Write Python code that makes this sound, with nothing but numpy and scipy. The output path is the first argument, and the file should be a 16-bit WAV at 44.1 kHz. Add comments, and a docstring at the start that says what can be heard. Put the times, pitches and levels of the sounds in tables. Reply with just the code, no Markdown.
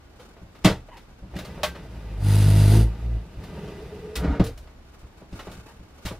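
"""A wooden sliding panel, worked by hand, close to a pair of microphones in a small, dry motorhome cabin.
A door knocks and a catch snaps, ringing wood and metal. The panel sticks and slips along its track,
binds with its fittings chattering, runs free on whirring runners, rubs into its end stop and thuds home.
Hands and sleeves brush and squeak on the woodwork; behind it all lie the cabin's air and a low hum."""
import sys
import numpy as np
from scipy import signal
from scipy.fft import rfft, irfft
from scipy.io import wavfile

SR = 44100
rng = np.random.default_rng(int(sys.argv[2]) if len(sys.argv) > 2 else 0)


def int16_out(signal):
    """Quantize to a 16-bit WAV file."""
    q = np.round(np.clip(np.atleast_2d(signal).T, -1, 1) * 32767)
    wavfile.write(sys.argv[1], SR, q.astype(np.int16))


N = 272979
TIME = np.arange(N) / SR
RING_TIME = TIME[:2 ** 15]


def amp(db):
    """Decibels to gain."""
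    return 10 ** (np.asarray(db) / 20)

def unit_rms(x):
    """Scales to rms 1."""
    return x / np.sqrt(np.mean(x ** 2) + 1e-20)

def curve_at(points, hz):
    """Reads a curve on a log-frequency axis."""
    f, value = np.transpose(points)
    return np.interp(np.log(hz + 1), np.log(f + 1), value)

def wander(hz):
    """Random drift of rms 1, mostly slower than hz."""
    return unit_rms(irfft(rfft(rng.standard_normal(N)) / (1 + (np.fft.rfftfreq(N, 1 / SR) / hz) ** 4), N))

def phase(hz):
    """Running phase of a steady or moving pitch."""
    return 2 * np.pi * np.cumsum(hz * np.ones(N)) / SR

def fuzzy_tone(hz, width_hz):
    """A narrow band of noise that follows a pitch."""
    turn = phase(hz)
    return wander(width_hz) * np.cos(turn) + wander(width_hz) * np.sin(turn)

def ramp(start, end, slope):
    """A steady change from start to end, zero at the middle."""
    return slope * (np.clip(TIME, start, end) - (start + end) / 2)

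def stroke(start, end, attack, release, growth=0):
    """Gain of one movement: eases in, changes by growth dB a second, eases out."""
    gate = (1 + np.tanh((TIME - start) / (2 * attack))) * (1 + np.tanh((end - TIME) / (2 * release))) / 4
    return gate * amp(ramp(start, end, growth))

# Likeness of a near source at the two microphones: f/Hz, correlation
NEAR_LIKENESS = [(100, 1), (180, .9998), (350, .986), (700, .986), (1400, .96), (2800, .86), (5600, .7),
                 (10000, .35), (14000, .2)]
def mic_noise(size, colour, likeness=NEAR_LIKENESS, spread=1, lag_s=1.1e-5):
    """Coloured noise at two close microphones: alike in the bass, apart in the treble, the left late."""
    hz = np.fft.rfftfreq(size, 1 / SR)
    left, other = rfft(rng.standard_normal((2, size)))
    same = np.clip(1 - spread * (1 - curve_at(likeness, hz)), -.4, 1)
    right = (same * left + np.sqrt(1 - same ** 2) * other) * np.exp(2j * np.pi * hz * lag_s)
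    return unit_rms(irfft(np.array([left, right]) * amp(curve_at(colour, hz)), size))

# Peaks and dips of the woodwork: f/Hz, width/Hz, gain/dB
WOOD_RESONANCES = [(446, 7.5, 2.5), (637.6, 26, 4), (814, 29, 2), (925, 35, 4.5), (1213, 110, 3.5),
                   (1433, 37, 4.5), (1960, 100, 6), (1980, 150, -4), (2560, 69, 1.5), (3340, 19, -14),
                   (5150, 95, 2)]
def woodwork(x, echo=0.25, count=7):
    """Colours a sound with the wood's resonances and reflections off close surfaces; rms 1."""
    rung = x + sum((amp(db) - 1) * signal.lfilter(*signal.iirpeak(hz, hz / width, SR), x)
                   for hz, width, db in WOOD_RESONANCES)
    taps = np.zeros(400)
    taps[rng.integers(20, len(taps), count)] = echo * rng.choice([-1, 1], count)
    taps = signal.lfilter(*signal.butter(1, 600, "high", fs=SR), taps)  # small surfaces return little bass
    taps[0] = 1
    return unit_rms(signal.oaconvolve(rung, taps[None], axes=1)[:, :x.shape[1]])

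def metal(x, ring_db, ring_hz=9800, width_hz=800):
    """Adds the thin ring of the metal fittings to whatever shakes them."""
    return x + amp(ring_db) * signal.lfilter(*signal.iirpeak(ring_hz, ring_hz / width_hz, SR), x)


# Room tone of the cabin: f/Hz, level/dB
AIR_COLOUR = [(15, -44), (25, 1), (70, -2), (116, -6), (232, -9), (500, -15.5), (900, -17.5), (1900, -24.5),
              (4700, -31.5), (10500, -44), (14000, -42), (15500, -76)]
# Likeness of diffuse sound at the two microphones: f/Hz, correlation
DIFFUSE_LIKENESS = [(80, .99), (180, .88), (350, .45), (700, .45), (1400, .15), (2800, -.05), (6000, -.2),
                    (12000, -.3)]
def cabin_air():
    """A low, wavering hum and diffuse air all round the microphones."""
    hum = amp(-57) * fuzzy_tone(hz=70, width_hz=0.73)
    return hum + amp(-51) * mic_noise(N, AIR_COLOUR, DIFFUSE_LIKENESS)

# Cloth on wood: f/Hz, level/dB
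CLOTH_COLOUR = [(100, -19), (250, -1.5), (600, -3), (1200, -11), (2500, -14.5), (5000, -17), (9000, -22.5),
                (15000, -28)]
# Strokes of sleeves and hands: start/s, end/s, level/dB
SLEEVE_STROKES = [(0.178, 0.312, -52.5), (0.583, 0.653, -56), (0.926, 0.97, -54.5), (1.06, 1.123, -59),
                  (4.88, 5.035, -58.5), (5.353, 5.425, -45.5), (5.464, 5.617, -45.5), (5.644, 5.747, -50),
                  (5.975, 6.19, -49)]
def sleeves(grain_db=3, rustle_db=-62):
    """Cloth brushes in uneven grains, wide across the pair, and keeps rustling between strokes."""
    strokes = sum(amp(db) * stroke(start, end, 0.022, 0.013) for start, end, db in SLEEVE_STROKES)
    grains = mic_noise(N, CLOTH_COLOUR, spread=8.1) * amp(grain_db * wander(42))
    return woodwork(grains) * np.hypot(strokes, amp(rustle_db))

# Squeaks: start/s, end/s, mid level/dB, growth/(dB/s), mid f/Hz, glide/(Hz/s)
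SQUEAK_STROKES = [(0.199, 0.22, -45.5, 0, 509, -3), (0.919, .99, -48.5, -92, 945, -1700),
                  (5.394, 5.413, -44, 0, 1327, -2000), (5.662, 5.721, -53.5, -40, 871, 799.5)]
# Their harmonics: multiple, level/dB
SQUEAK_HARMONICS = [(1, 1), (2, -8), (3, -11)]
def squeaks(jitter=.06, flutter_db=2, edge_s=.005):
    """Skin and wood stick and slip briefly on wood, at an unsteady pitch."""
    out = np.zeros(N)
    unsteady = 1 + jitter * wander(260)
    for start, end, db, growth, hz, glide in SQUEAK_STROKES:
        turn = phase((hz + ramp(start, end, glide)) * unsteady)
        voice = sum(amp(part_db) * np.cos(k * turn) for k, part_db in SQUEAK_HARMONICS)
        out += amp(db) * stroke(start, end, edge_s, edge_s, growth) * unit_rms(voice)
    return out * amp(flutter_db * wander(160))

def struck(x, db):
    """Sets the level of the first 18 ms of a blow."""
    return amp(db) * x / np.sqrt(np.mean(x[..., :800] ** 2) + 1e-20)

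def modes(table, t60_factor, rise_s):
    """Dying sines that swell as a blow spreads through the struck part."""
    ring = sum((-1) ** k * amp(db - 60 * RING_TIME / (t60 * t60_factor))
               * np.sin(2 * np.pi * hz * RING_TIME) for k, (hz, db, t60) in enumerate(table))
    return ring * (1 - np.exp(-RING_TIME / rise_s))

# Clack, rap, crack and tick of a blow: f/Hz, width/Hz
IMPACT_BANDS = [(560, 310), (1400, 1550), (3700, 2500), (9000, 15800)]
def impact(contact_s, voice, db, tilt, cabin_t60, direct, swell, bass_db, low_db, top_db):
    """A contact burst, then dense reflections off the close walls; each blow tilts it brighter or darker by its
    own amount."""
    hz, width = np.transpose(IMPACT_BANDS)
    band_db = np.array(voice) + db + tilt * np.log2(hz / hz[1])
    density = band_db - 10 * np.log10(width)
    colour = [(200, density[0] + bass_db), (380, density[0] + low_db),
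              *zip(hz, density), (15000, density[-1] + top_db)]
    reflections = amp(-60 * RING_TIME / cabin_t60) + amp(-36 - 60 * RING_TIME / 0.25)
    decay = direct * np.exp(-RING_TIME / contact_s) + reflections
    onset = 1 - np.exp(-RING_TIME / (swell * contact_s))
    burst = woodwork(mic_noise(len(RING_TIME), colour) * decay * onset, echo=0.16)
    return struck(burst, 10 * np.log10(np.sum(amp(band_db) ** 2)))

# Snaps: t/s, ring level/dB, contact/s, impact level/dB, tilt/(dB/octave)
SNAPS = [(.194, -68, 0.013, -57.5, -2), (.549, -72, .013, -57, -4), (.886, -67, 0.0021, -54, -9),
         (0.967, -81, .011, -54, -2), (1.364, -60, .003, -48, -1), (1.387, -45, 0.0032, -45, -0.8),
         (1.448, -50, .003, -49.5, -0.6), (1.577, -57, 0.0011, -56.5, -15), (1.632, -23, 0.0018, -29, -1.3),
         (1.748, -65, 0.017, -47.5, -5.5), (3.436, -61, 0.0054, -55, -0.5), (4.154, -55, 0.0085, -40.5, 2),
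         (4.438, -45, 0.0099, -53.5, 3.5), (4.463, -71, 0.0048, -51, 2), (4.575, -55, 0.002, -61, 2.5),
         (4.671, -72, 0.0066, -59, -5), (4.992, -75, .0037, -73, 2.5), (5.392, -72, 0.0026, -44.5, -4),
         (5.514, -59, 0.003, -58.5, 1.3), (6.054, -65, 0.013, -41.5, -0.5), (6.078, -51, 0.0067, -51, 1)]
# Modes of the catch: f/Hz, level/dB, unscaled t60/s
CATCH_MODES = [(611, 9, 0.11), (700, 5, 0.063), (847, -16, 0.18), (1115, -2, 0.13), (1527, -26, 0.16),
               (1565, -13, 0.3), (2480, -2.5, 0.074), (3100, -38, 0.083), (3520, -16, 0.126),
               (3910, 10, 0.027), (5730, -21, 0.1)]
# Clack, rap, crack and tick of a snap before tilt: level/dB
SNAP_BANDS = [-6.5, 1, 3.5, -1]
def catch_snaps():
    """The catch and fittings snap against the wood, close by."""
    out = np.zeros((2, N))
    for s, ring_db, contact_s, db, tilt in SNAPS:
        snap = impact(contact_s, SNAP_BANDS, db, tilt, cabin_t60=0.17, direct=0.36, swell=0.34,
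                      bass_db=-32, low_db=-2, top_db=-0.5)
        ring = struck(modes(CATCH_MODES, t60_factor=0.72, rise_s=0.018), ring_db)
        add(out, s, ring + metal(snap, ring_db=1.7 * tilt - 5))  # the brightest are metal on metal
    return out

def add(mix, s, sound):
    """Mixes a stereo sound in at s seconds."""
    part = mix[:, round(s * SR):][:, :sound.shape[1]]
    part += sound[:, :part.shape[1]]

# Blows: t/s, wall level/dB, panel level/dB, panel t60 factor, contact/s, impact level/dB, tilt/(dB/octave)
BLOWS = [(0.367, -62, -67, .8, 0.0013, -59, -5.5), (0.416, -42.5, -47, 0.99, 0.0031, -74, -8),
         (.640, -37, -57, .9, 0.0041, -45, -1), (.646, -21.5, -10.5, 0.58, 0.0021, -24.5, 0.15),
         (.656, -27, -31, 1, 0.0031, -24.5, -3), (.697, -31.5, -25, 0.75, 0.0046, -35.5, -3.5),
         (1.222, -39, -44, 1.5, 0.009, -73.5, -15), (1.336, -36, -59, 1.1, 0.011, -53, -7.5),
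         (1.353, -53, -30.5, 0.91, .0059, -53.5, 0), (3.372, -33, -49, 0.91, .009, -75, -2),
         (3.575, -58, -37.5, .8, .008, -56.5, -9), (3.675, -40.5, -39, .8, .008, -52, -2.5),
         (4.24, -30, -23.5, .6, 0.0044, -41.5, -4.5), (4.3959, -19, -13, 0.44, 0.0033, -34.5, -5),
         (5.03, -40.5, -53, 0.84, .009, -65, -6), (5.213, -60, -47, 0.72, .012, -59, -7.5),
         (5.324, -35.5, -37, 0.37, 0.008, -55.5, -0.5), (5.470, -40, -41.5, 2, 0.0014, -45.5, -5),
         (5.575, -43, -46, 0.43, .007, -71, -10), (5.795, -43.5, -48, 1.1, .0064, -82, 2),
         (6.050, -31, -34, 0.37, 0.012, -48, 2.5), (6.107, -40, -35.5, 0.31, 0.0071, -46.5, -5.5)]
# Modes of the wall and of the panel: f/Hz, level/dB, unscaled t60/s
WALL_MODES = [(36.7, -6.5, 1), (56.5, 14.5, 0.11), (76.4, 1, 0.35), (105.4, 3.5, 0.34)]
PANEL_MODES = [(124.5, -9, 0.55), (162.2, 2.5, 0.2), (191.6, 4, 0.21), (264.6, -10, 0.36),
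               (307.8, -4.5, 0.28), (371, -8, 0.18), (442, -46, 0.23), (555, -9, 0.18), (640, -23.5, 0.42)]
# Clack, rap, crack and tick of a knock before tilt: level/dB
KNOCK_BANDS = [-0.67, -0.88, 1, -3.2]
def knocks():
    """Each blow rings the panel and booms in the wall that holds it."""
    out = np.zeros((2, N))
    for s, boom_db, ring_db, t60_factor, contact_s, db, tilt in BLOWS:
        boom = struck(modes(WALL_MODES, 1, rise_s=0.0014), boom_db)
        ring = struck(modes(PANEL_MODES, t60_factor, rise_s=0.0038), ring_db)
        rap = impact(contact_s, KNOCK_BANDS, db, tilt, cabin_t60=0.19, direct=0.77, swell=0.41,
                     bass_db=-18, low_db=2, top_db=-8)
        add(out, s, boom + ring + rap)
    return out

def runner_whirr(start=3.5, end=4.5, edge_s=.018):
    """The runners whirr higher and louder as the panel gathers speed."""
    hz = 425.5 + ramp(start, end, 56)
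    whirr = .55 * fuzzy_tone(hz, width_hz=6.9) + .6 * fuzzy_tone(hz, width_hz=61)
    return amp(-39.5) * stroke(start, end, edge_s, edge_s, growth=9) * whirr

def binding(growth=0, lag_s=0, attack=.02):
    """Gain of the stretch midway where the panel binds in its track."""
    return stroke(2.24 + lag_s, 2.82 + lag_s, attack, .022, growth)

# Pushes of the hand: start/s, end/s, mid level/dB, growth/(dB/s)
HAND_PUSHES = [(1.355, 1.652, -37, 8), (1.723, 3.197, -41, 1), (3.373, 4.192, -39, -2.5)]
# Rumble of the runners: f/Hz, level/dB
RUNNER_COLOUR = [(30, -9.5), (65, 9), (110, 0.5), (170, 6.5), (270, -4.5), (400, -6), (600, -11.5),
                 (900, -16), (1500, -22), (3000, -24), (4700, -30), (7000, -36.5), (10000, -37),
                 (15000, -41.5)]
def runner_rumble(bumps_db=.9):
    """Pushed along, the runners roll over small bumps in the track."""
    push = sum(amp(db) * stroke(start, end, 0.05, 0.079, growth) for start, end, db, growth in HAND_PUSHES)
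    rolling = mic_noise(N, RUNNER_COLOUR, spread=2.15) * amp(bumps_db * wander(27))
    return woodwork(rolling) * (push + amp(-43) * binding())

# Rubs at the end stop: start/s, end/s, mid level/dB, growth/(dB/s)
STOP_RUBS = [(4.173, 4.245, -34, 60), (4.231, 4.383, -30, 2), (4.417, 4.54, -41.5, -90)]
# Their rasp: f/Hz, level/dB
RASP_COLOUR = [(70, -26), (130, -3.5), (200, -3), (330, -8.5), (450, -17), (600, -13.5), (850, -23.5),
               (1500, -22), (2300, -32), (4000, -39.5), (9000, -57), (14000, -65)]
# Shudders where the panel catches: start/s, end/s, level/dB
STOP_SHUDDERS = [(4.174, 4.228, -25.5), (4.274, 4.336, -20.5), (4.447, 4.626, -43)]
def end_stop(rasp_db=0.5, shudder_hz=62, attack=0.0056, release=0.0096):
    """The panel rubs and shudders as it meets its stop."""
    rub = sum(amp(db) * stroke(start, end, attack, release, growth) for start, end, db, growth in STOP_RUBS)
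    shake = sum(amp(db) * stroke(start, end, attack, release) for start, end, db in STOP_SHUDDERS)
    rasp = woodwork(mic_noise(N, RASP_COLOUR) * amp(rasp_db * wander(70)))
    shudder = np.sqrt(2) * np.sin(phase(shudder_hz * (1 + 0.146 * wander(26.3))))
    return rasp * rub + shudder * shake

# Rattle of the fittings: f/Hz, level/dB
FITTINGS_COLOUR = [(200, -35), (450, -11), (900, -10.5), (1600, -18), (3000, -15.5), (4600, -16.5),
                   (6900, -23), (8500, -21), (9700, -17.5), (10800, -23), (13700, -22.5), (15500, -35)]
def fittings_chatter(shaking, lag_s):
    """The binding panel shakes its metal fittings, which follow a little late."""
    rattle = woodwork(mic_noise(N, FITTINGS_COLOUR) * shaking, echo=0.14)
    ringing = unit_rms(metal(rattle, ring_db=-0.5, width_hz=420))
    return amp(-34.5) * ringing * binding(lag_s=lag_s, attack=0.028) ** 1.23

# The panel's edge grinding in the track: f/Hz, level/dB
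EDGE_COLOUR = [(100, -23), (220, 13.5), (290, 14.5), (400, 14.5), (650, -11), (900, -2.5), (1600, -41),
               (5000, -30)]
def edge_grind(shaking, lag_s, break_s=2.765):
    """The edge presses ever harder, with a last hard grind as it breaks free."""
    pressure = amp(-40.5) * binding(growth=26, lag_s=lag_s)
    breaking = amp(-39) * np.exp(-((TIME - break_s) / .035) ** 2)
    return woodwork(mic_noise(N, EDGE_COLOUR) * shaking) * (pressure + breaking)

# Stick-slip of the panel: t/s, slip rate/Hz, sway level/dB
STICK_SLIP = [(1.8, 49.2, -50), (1.89, 54.4, -42), (2.042, 54.0, -37), (2.128, 50.6, -34),
              (2.26, 50.6, -27), (2.69, 51.2, -22), (2.842, 55.4, -16), (2.978, 55.4, -38),
              (3.052, 59.0, -26), (3.164, 54.5, -23), (3.214, 55.8, -35), (3.28, 61.7, -46)]
# Its buzz: multiple of the slip rate, level/dB
BUZZ_HARMONICS = [(3, 0.5), (4, -6), (5, -14.5), (6, -10), (7, -17), (8, -40), (9, -17.5), (10, -37),
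                  (13, -21)]
def panel_judder(jitter=0.01, rough=0.76, flutter_db=1.5, surge_db=1.07, lag_s=0.015):
    """Close to the microphones the panel sticks and slips some fifty times a second, and binds midway."""
    s, slip_hz, sway_db = np.transpose(STICK_SLIP)
    turn = phase(np.interp(TIME, s, slip_hz) * (1 + jitter * wander(22.3)))
    sway = amp(np.interp(TIME, s, sway_db)) * stroke(s[0], s[-1], .03, .03)
    # drumming (at twice the slip rate) and buzz follow the sway, and swell in the bind
    drum_gain = np.hypot(amp(-8.5) * sway, amp(-15) * binding(growth=5))
    buzz_gain = np.hypot(amp(-21.5) * sway, amp(-29) * binding(growth=12))
    drone = sway * np.cos(turn) + drum_gain * np.cos(2 * turn)
    buzz = buzz_gain * sum(amp(db) * (np.cos(k * turn) + rough * wander(9.1) * np.sin(k * turn))
                           for k, db in BUZZ_HARMONICS)
    pulsing = 1 + 0.06 * np.cos(2 * turn)
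    shaking = unit_rms(pulsing * amp(flutter_db * wander(160) + surge_db * wander(9.9)))
    return np.sqrt(2) * (drone + buzz) + fittings_chatter(shaking, lag_s) + edge_grind(shaking, lag_s)

def scene():
    """The panel and hands up close, the cabin's air behind."""
    panel = knocks() + catch_snaps() + panel_judder() + runner_rumble() + end_stop() + runner_whirr()
    return panel + squeaks() + sleeves() + cabin_air()

def record(dry):
    """The recorder cuts both microphones off above 15.6 kHz."""
    return signal.oaconvolve(dry, signal.firwin(301, 15600, window=("kaiser", 9), fs=SR)[None], "same")


dry = scene()
out = record(dry)
int16_out(out)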